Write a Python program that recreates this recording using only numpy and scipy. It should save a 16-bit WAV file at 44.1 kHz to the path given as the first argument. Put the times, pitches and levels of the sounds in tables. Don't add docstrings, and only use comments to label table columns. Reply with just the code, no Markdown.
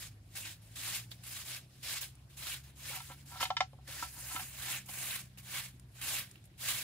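import sys
import numpy as np
from scipy import signal
from scipy.fft import rfft, irfft, next_fast_len
from scipy.io import wavfile

SR = 44100
rng = np.random.default_rng(int(sys.argv[2]) if len(sys.argv) > 2 else 0)


def put_to_file(sound):
    columns = np.atleast_2d(sound).T
    safe = np.clip(columns, -1, 1)
    whole_steps = np.round(safe * 32767)
    wavfile.write(sys.argv[1], SR, whole_steps.astype(np.int16))


def field_ratio(decibels):
    return 10 ** (np.asarray(decibels, dtype=float) / 20)


N = 301188


def rms_one(x):
    return x / np.sqrt(np.mean(x ** 2) + 1e-20)


def in_time(rows):
    s, *columns = np.transpose(rows)
    return [np.interp(np.arange(N) / SR, s, column) for column in columns]


def at_hz(points, hz):
    points_hz, values = np.transpose(points)
    return np.interp(np.log(hz), np.log(points_hz), values)


def drift(rate_hz):
    r = np.exp(-80 * np.pi * rate_hz / SR)
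    noise = rng.standard_normal(N // 40 + 2002)
    slow = signal.lfilter([1], [1, -2 * r, r * r], noise)[2000:]
    return np.interp(np.arange(N) / 40, np.arange(len(slow)), rms_one(slow))


def ring(clicks, hz, t60_s):
    r, w = field_ratio(-60 / (t60_s * SR)), 2 * np.pi * hz / SR
    return signal.lfilter([0, np.sin(w)], [1, -2 * r * np.cos(w), r * r], clicks + 1e-18)


def slips(per_s, spread_db, shape):
    size_db = spread_db * np.minimum(rng.exponential(1, shape), 5)
    sizes = field_ratio(size_db) * rng.choice([-1, 1], shape)
    return rms_one(sizes * (rng.random(shape) < per_s / SR))


def bands(source, spectrum, likeness, patchy_db, tilt_db=lambda hz: 0):
    out, power = 0, 0
    edges = 33 * 2 ** np.arange(0, 9.6, .5)
    edges = edges[edges > .7 * spectrum[0][0]]
    for k, (low, high) in enumerate(zip(edges, edges[1:])):
        band = signal.butter(2, [low, min(high, .45 * SR)], "band", fs=SR, output="sos")
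        mid, side = signal.sosfilt(band, source[k % 2])
        hz = np.sqrt(low * high)
        alike = np.clip(at_hz(likeness, hz), -1, 1)
        pair = np.sqrt(1 + alike) * mid + np.sqrt(1 - alike) * side * [[1], [-1]]
        level_db = at_hz(spectrum, hz)
        power += np.mean(pair ** 2) * field_ratio(2 * level_db)
        out = out + field_ratio(level_db + patchy_db * drift(16.3) + tilt_db(hz)) * pair
    return out / np.sqrt(power)


def contacts(rows):
    approach_db, approach_db_per_s, land_db_per_s = -16.5, 202, 2000
    lift_db_per_s, roll_db, roll_db_per_s = 300, -28.5, 44
    tips_at_lift_db, tips_fade = -1.5, 0.68
    earth_at_landing_db, earth_at_lift_db = -6.5, -10
    t = np.arange(N // 32 + 2) * 32 / SR
    lands, down, land_db, lift_db, tips_db = np.transpose(rows)[:, :, None]
    done = np.clip((t - lands) / np.maximum(down, .002), 0, 1)
    early, late = np.maximum(lands - t, 0), np.maximum(t - lands - down, 0)
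    pressed = 1 - (1 - done) ** 2.21
    power = field_ratio(2 * (land_db + (lift_db - land_db) * pressed))
    graze = (early > 0) * field_ratio(2 * (approach_db - approach_db_per_s * early))
    power = power * (field_ratio(-2 * land_db_per_s * early) + graze)
    roll = field_ratio(2 * (roll_db - roll_db_per_s * late))
    power = power * (field_ratio(-2 * lift_db_per_s * late) + roll) + 1e-14
    total = power.sum(axis=0)
    tips = tips_db + (tips_at_lift_db - tips_fade * tips_db) * done
    earth = earth_at_landing_db + (earth_at_lift_db - earth_at_landing_db) * done
    earth = earth + 1 * np.sin(np.pi * done)
    tips, earth = [(power * share_db).sum(axis=0) / total for share_db in (tips, earth)]
    return [np.interp(np.arange(N) / SR, t, curve) for curve in (10 * np.log10(total), tips, earth)]


def stalk_rings(per_s):
    clicks, dealt = slips(per_s, 1.25, (2, N)), rng.integers(0, 18, (2, N))
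    pitches_hz = np.geomspace(1000, 13000, num=18) * rng.uniform(0.85, 1.05, 18)
    return rms_one(sum(np.sqrt(hz) * ring(clicks * (dealt == k), hz, 70 / hz)
                       for k, hz in enumerate(pitches_hz)))


def broom():
    # lands_s, down_s, landing_db, lift_off_db, landing_tip_hiss_db
    strokes = [(0.0, 0.052, -57, -51.5, 4.5), (.357, 0.16, -48.5, -54.5, 4), (.76, 0.21, -54, -45, 2.5),
               (1.238, 0.18, -58, -51.5, 5.5), (1.45, 0.11, -57, -48, 2), (1.832, 0.14, -50.5, -44, 2),
               (2.373, 0.17, -56.5, -45.5, 2), (2.76, 0.21, -68, -46.5, 3), (3.26, 0.17, -65, -56, 2),
               (3.406, 0.024, -41, -40.5, -3.5), (3.878, 0.17, -50.5, -46.5, -2.5),
               (4.13, 0.3, -60.5, -48, 5.5), (4.45, 0.31, -72.5, -42.5, 3), (4.887, .27, -55.5, -43.5, 5.5),
               (5.43, 0.17, -65.5, -42, 2), (6.016, 0.18, -47.5, -40.5, 2.5), (6.58, 0.14, -64.5, -38.5, 3),
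               (6.74, 0.074, -45.5, -44, 3.5)]
    touches = [(.3, 0.069, -92, -61, 0), (0.453, 0.021, -45.5, -48.5, -6.5), (0.949, 0.031, -47.5, -49, 14),
               (2.013, .022, -49.5, -48, 10.5), (3.17, 0.043, -72, -66.5, 3), (3.84, .03, -91, -74, -10),
               (4.08, 0.085, -62.5, -65, 17), (4.44, .08, -69, -58.5, 15), (4.71, 0.02, -47, -49.5, 3),
               (4.86, 0.009, -68, -63, 14), (.62, 0.15, -72, -70, 3.5), (1.113, .012, -60.5, -59.5, 7.5),
               (1.18, .045, -73, -69.5, -2), (1.7, 0.076, -71.5, -70, -1), (2.3, .05, -69, -68, 1),
               (2.64, 0.06, -61, -68.5, 1), (3.019, 0.12, -60, -59.5, 5), (4.96, .012, -63, -64, 20),
               (5.194, 0.011, -52, -52.5, 7), (5.372, 0.016, -82, -56, 13), (5.638, 0.026, -55, -53.5, 9),
               (5.95, 0.053, -65, -57.5, 0.5), (6.28, .09, -70, -71.5, -3)]
    # hz, level_db per Hz
    scratch = [(200, -29), (300, -11.5), (430, -48), (650, -10), (1000, -15), (1600, -5), (2600, -1),
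               (3800, -0.5), (5500, -2.5), (7500, -3.5), (10500, -4), (13000, -10), (15500, -6)]
    # hz, likeness (0-1)
    likeness = [(200, .95), (700, .86), (1700, .72), (2500, .62), (3600, .36), (5000, .05), (7000, 0),
                (12000, 0)]
    # time_s, dip_hz, dip_db
    echo_dip = [(0, 5500, 0.5), (2.2, 4940, 0.5), (2.7, 4730, -3), (3.5, 3300, -0.5), (3.9, 3350, -6.5),
                (4.3, 3730, -4.5), (4.6, 4400, -6), (5.2, 4970, -4), (6.83, 5170, -3)]
    scratch_db, tips_db, earth_db = contacts(strokes + touches)
    dip_hz, dip_db = in_time(echo_dip)
    pan_db = np.interp(np.arange(N) / SR, [4.0, 4.7], [-.5, -1.4])
    grit = slips(3000, 1.65, (2, 2, N)) + 1.06 * rng.standard_normal((2, 2, N))
    grit = grit + 0.53 * stalk_rings(600)

    def tilt_db(hz):
        tip_share = np.clip(np.log2(hz / 4000) / 1.1, 0, 1)
        earth_share = np.clip(np.log2(1900 / hz) / 1.0, 0, 1)
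        dip = dip_db * np.exp(-(np.log2(hz / dip_hz) / 0.47) ** 2)
        return tip_share * (tips_db + 0.27) + earth_share * (earth_db + 11) + dip

    bunching_db = 1.1 * drift(55)
    gain = field_ratio(scratch_db + 7.0 + bunching_db + pan_db * [[.5], [-.5]])
    return gain * bands(grit, scratch, likeness, 1.49, tilt_db)


def flicks():
    # start_s, peak_db, pitch_hz, t60_s
    snaps = [(0.3536, -47, 2000, 0.13), (1.1152, -35, 3900, 0.042), (1.8466, -43, 2290, 0.027),
             (2.0294, -38.5, 3720, 0.058), (2.153, -46, 9970, 0.033), (2.3007, -70, 2220, 0.03),
             (4.727, -35, 2850, 0.038), (5.3742, -45.5, 2520, 0.03), (5.7494, -70, 3676, 0.029),
             (5.7965, -42, 9200, 0.023), (5.8344, -68, 2630, 0.03), (6.3125, -39.5, 9500, 0.029),
             (6.356, -47.5, 2793, 0.026), (6.378, -63, 3480, 0.032), (6.4407, -49, 8760, 0.046),
             (6.4532, -48.5, 11700, 0.07), (6.4996, -68, 2144, 0.029)]
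    out, t = np.zeros((2, N)), np.arange(SR // 10) / SR
    for s, peak_db, hz, t60_s in snaps:
        burst = slips(5500, 1.9, (2, len(t))) * field_ratio(-60 * t / max(t60_s, .005))
        snap = ring(burst, hz, 11 / hz) + 0.91 * np.diff(burst, prepend=0)
        at = round(s * SR)
        out[:, at:at + len(t)] += field_ratio(peak_db - 12.0) * snap
    return out


def offcut():
    # start_s, peak_db, then hollow_db, edge_db, fibres_db re peak
    knocks = [(2.964, -47, 0.5, -13, -15), (3.002, -39.5, -11, -2.5, -3.5), (3.098, -41.5, -8, -3.5, -17),
              (3.32, -49, -3, -4, -11), (3.356, -49, 3, 5, -15), (3.406, -40.5, -2, 10.5, -1),
              (3.427, -26.5, -4, 0, 0), (3.452, -27.5, -12, -8, -4), (3.503, -25, 2, -5, -7.5),
              (3.567, -26.5, -23, -1.5, 2), (3.605, -18.5, -2, -10.5, -3), (3.731, -59, 6, -50, -7),
              (3.786, -60, 4, -4, -21), (3.888, -56, -5, -4, -14), (4.024, -37, -13, 8.5, -17),
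              (4.361, -33, -10.5, 2, -1.5), (4.394, -39.5, -3.5, -6, -3), (4.888, -47, 0, -14, 0)]
    # start_s, lasts_s, level_db
    drags = [
        (2.925, 0.042, -51.5),
        (3.105, 0.018, -56.5),
        (3.312, 0.083, -56.5),
        (4.152, 0.043, -61.5),
        (4.668, 0.038, -55.5),
        (3.425, 0.042, -57),
        (4.039, 0.013, -52),
        (4.307, 0.098, -51),
        (4.885, 0.024, -62.5),
    ]
    # hz, level_db, t60_s
    hollow = [(568, -20, 0.051), (758.4, -2.5, 0.083), (843, -3, 0.055), (1062, -1.5, 0.022)]
    edge = [(950, -4, 0.045), (1340, -3, 0.045), (1604, -10, 0.035)]
    fibres = [(1750, -9, .04), (2110, -5, .04), (2460, -10, .035), (3010, -7, .04), (3300, -11, .03),
              (3670, -6, .05), (4420, -11, .03), (5000, -12, .025), (5490, -13, .025)]
    rise_db_per_s, fall_db_per_s = 788, 800
    swell_t60_s = 0.0055
    s, peak_db, *shares_db = np.transpose(knocks)
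    at = np.round(s * SR).astype(int)
    t = np.arange(N) / SR
    drag_db = np.max([db - rise_db_per_s * np.maximum(start - t, 0)
                      - fall_db_per_s * np.maximum(t - start - lasts, 0)
                      for start, lasts, db in drags], axis=0)
    rattle = field_ratio(drag_db - 17.5) * slips(540, 4.0, N)
    scatter_db = rng.normal(0, 1, (len(at), 16)) * np.geomspace(1.5, 4, 16)
    wood, k = np.zeros(N), 0
    swell = 2 * (1 - field_ratio(-60 / (swell_t60_s * SR)))
    for modes, share_db, rattle_db in zip([hollow, edge, fibres], shares_db, [-9, -1.0, -5]):
        for hz, level_db, t60_s in modes:
            clicks = rattle * field_ratio(rattle_db)
            clicks[at + rng.integers(0, 50)] += field_ratio(peak_db + share_db + scatter_db[:, k])
            mode = ring(ring(clicks, hz, swell_t60_s), hz, t60_s)
            wood += (-1) ** k * field_ratio(level_db + 0.5) * swell * mode
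            k += 1
    hits = np.zeros(N)
    hits[at] = field_ratio(peak_db + shares_db[2] - 8.5)
    crack = sum(gain * signal.lfilter([1], [1, -field_ratio(-60 / (t60_s * SR))], hits)
                for gain, t60_s in [(0.62, 0.03), (0.83, 0.13)])
    upper = signal.butter(4, [1200, 6200], "band", fs=SR, output="sos")
    no_bass = signal.butter(4, 600, "high", fs=SR, output="sos")
    return signal.sosfilt(no_bass, wood), signal.sosfilt(upper, crack * rng.standard_normal((2, N)))


def bumps():
    # start_s, note_db, thud_db
    soft_hits = [(2.9, -50, -70), (3.102, -48.5, -53), (3.412, -45, -54), (3.427, -46, -50),
                 (3.503, -55, -55), (3.606, -66, -48.5), (3.731, -53, -72), (3.786, -66, -70),
                 (3.887, -50, -60), (4.025, -52, -47.5), (4.175, -63, -53), (4.348, -62, -45),
                 (4.892, -56, -55)]
    s, note_db, thud_db = np.transpose(soft_hits)
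    at = np.round(s * SR).astype(int)
    note, thud = np.zeros(N), np.zeros(N)
    note[at], thud[at] = field_ratio(note_db), field_ratio(thud_db)
    soft = signal.butter(2, 900, fs=SR, output="sos")
    return signal.sosfilt(soft, ring(note, 540, 0.059) + ring(thud, 299, 0.05))


def hut(x):
    t60_s, wall_cut_hz = 0.09, 9000
    size = next_fast_len(N + SR // 2)
    w = 2 * np.pi * np.arange(size // 2 + 1) / size
    dull = np.exp(-2 * np.pi * wall_cut_hz / SR)
    wall = (1 - dull) / (1 - dull * np.exp(-1j * w))
    response = np.zeros((2, len(w)), complex)
    lags = (rng.uniform(0.0079, .022, 12) * SR).astype(int)
    for k, lag in enumerate(lags):
        loop = field_ratio(-60 * lag / SR / t60_s) * wall * np.exp(-1j * w * lag)
        response[k % 2] += (-1) ** (k // 2) * loop / (1 - loop)
    return irfft(rfft(x, size) * response, size)[:, :N]


def engine():
    # time_s, firing_hz, level_db, load (0-1)
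    running = [(0, 52.2, -57, 0.4), (.25, 51.78, -59.5, 0.34), (1.14, 59.43, -59, 0.17),
               (1.4, 61.8, -65, 0), (2.0, 65.35, -61.5, .6), (2.6, 66.6, -59.5, 0.56),
               (3.5, 68.5, -60, 0.42), (4.3, 64.16, -60, 0.75), (4.8, 64.23, -59.5, 0.12),
               (6.1, 62.22, -58.5, .45), (6.4, 62.45, -66, 0), (6.83, 61.5, -57, 0.3)]
    orders_db = [-10, 0.9, -5.5]
    orders_load_db = [16.5, -0.5, -45.5]
    hz, level_db, load = in_time(running)
    phase = 2 * np.pi * np.cumsum(hz * (1 + .003 * drift(6))) / SR
    out = np.zeros(N)
    for k, (db, more_db) in enumerate(zip(orders_db, orders_load_db)):
        order_db = level_db + db + load ** (1 + k / 2) * more_db + 0.27 * drift(29)
        out += np.sqrt(2) * field_ratio(order_db) * np.sin((k + 1) * phase + k)
    return out


def outdoor_air():
    # hz, level_db per Hz
    spectrum = [(15, -37), (25, -18), (119, -3.5), (215, -28), (246, 11), (322, -26), (495, -34.5),
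                (648, -27), (919, -34), (4500, -36), (5880, -41), (8810, -48), (9550, -38), (11800, -51),
                (15500, -57)]
    # hz, likeness (0-1)
    likeness = [(100, .985), (300, .9), (700, .3), (1500, 0), (12000, 0)]
    return field_ratio(-59) * bands(rng.standard_normal((2, 2, N)), spectrum, likeness, 2.4)


def scene():
    wood, crack = offcut()
    spot = wood * field_ratio([[-.4], [.4]]) + field_ratio(-13) * hut(wood) + crack + bumps()
    left, right = spot + outdoor_air() + engine() * field_ratio([[.2], [-.2]])
    return broom() + flicks() + np.array([left, np.roll(right, 2)])


def band_limit(x):
    return signal.sosfilt(signal.butter(12, 16680, fs=SR, output="sos"), x)


def record(dry):
    # centre_hz, width_hz, depth (0-1)
    mic_dip = (5920, 250, 0.59)
    ports = np.array([dry[0], np.roll(dry[1], 2)])
    x = signal.sosfilt(signal.butter(2, 45, "high", fs=SR, output="sos"), ports)
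    hz, width_hz, depth = mic_dip
    x = x - depth * signal.lfilter(*signal.iirpeak(hz, hz / width_hz, SR), x)
    x = signal.sosfilt(signal.ellip(14, .3, 75, 15650, fs=SR, output="sos"), x)
    return band_limit(x)


dry = scene()
out = record(dry)
put_to_file(out)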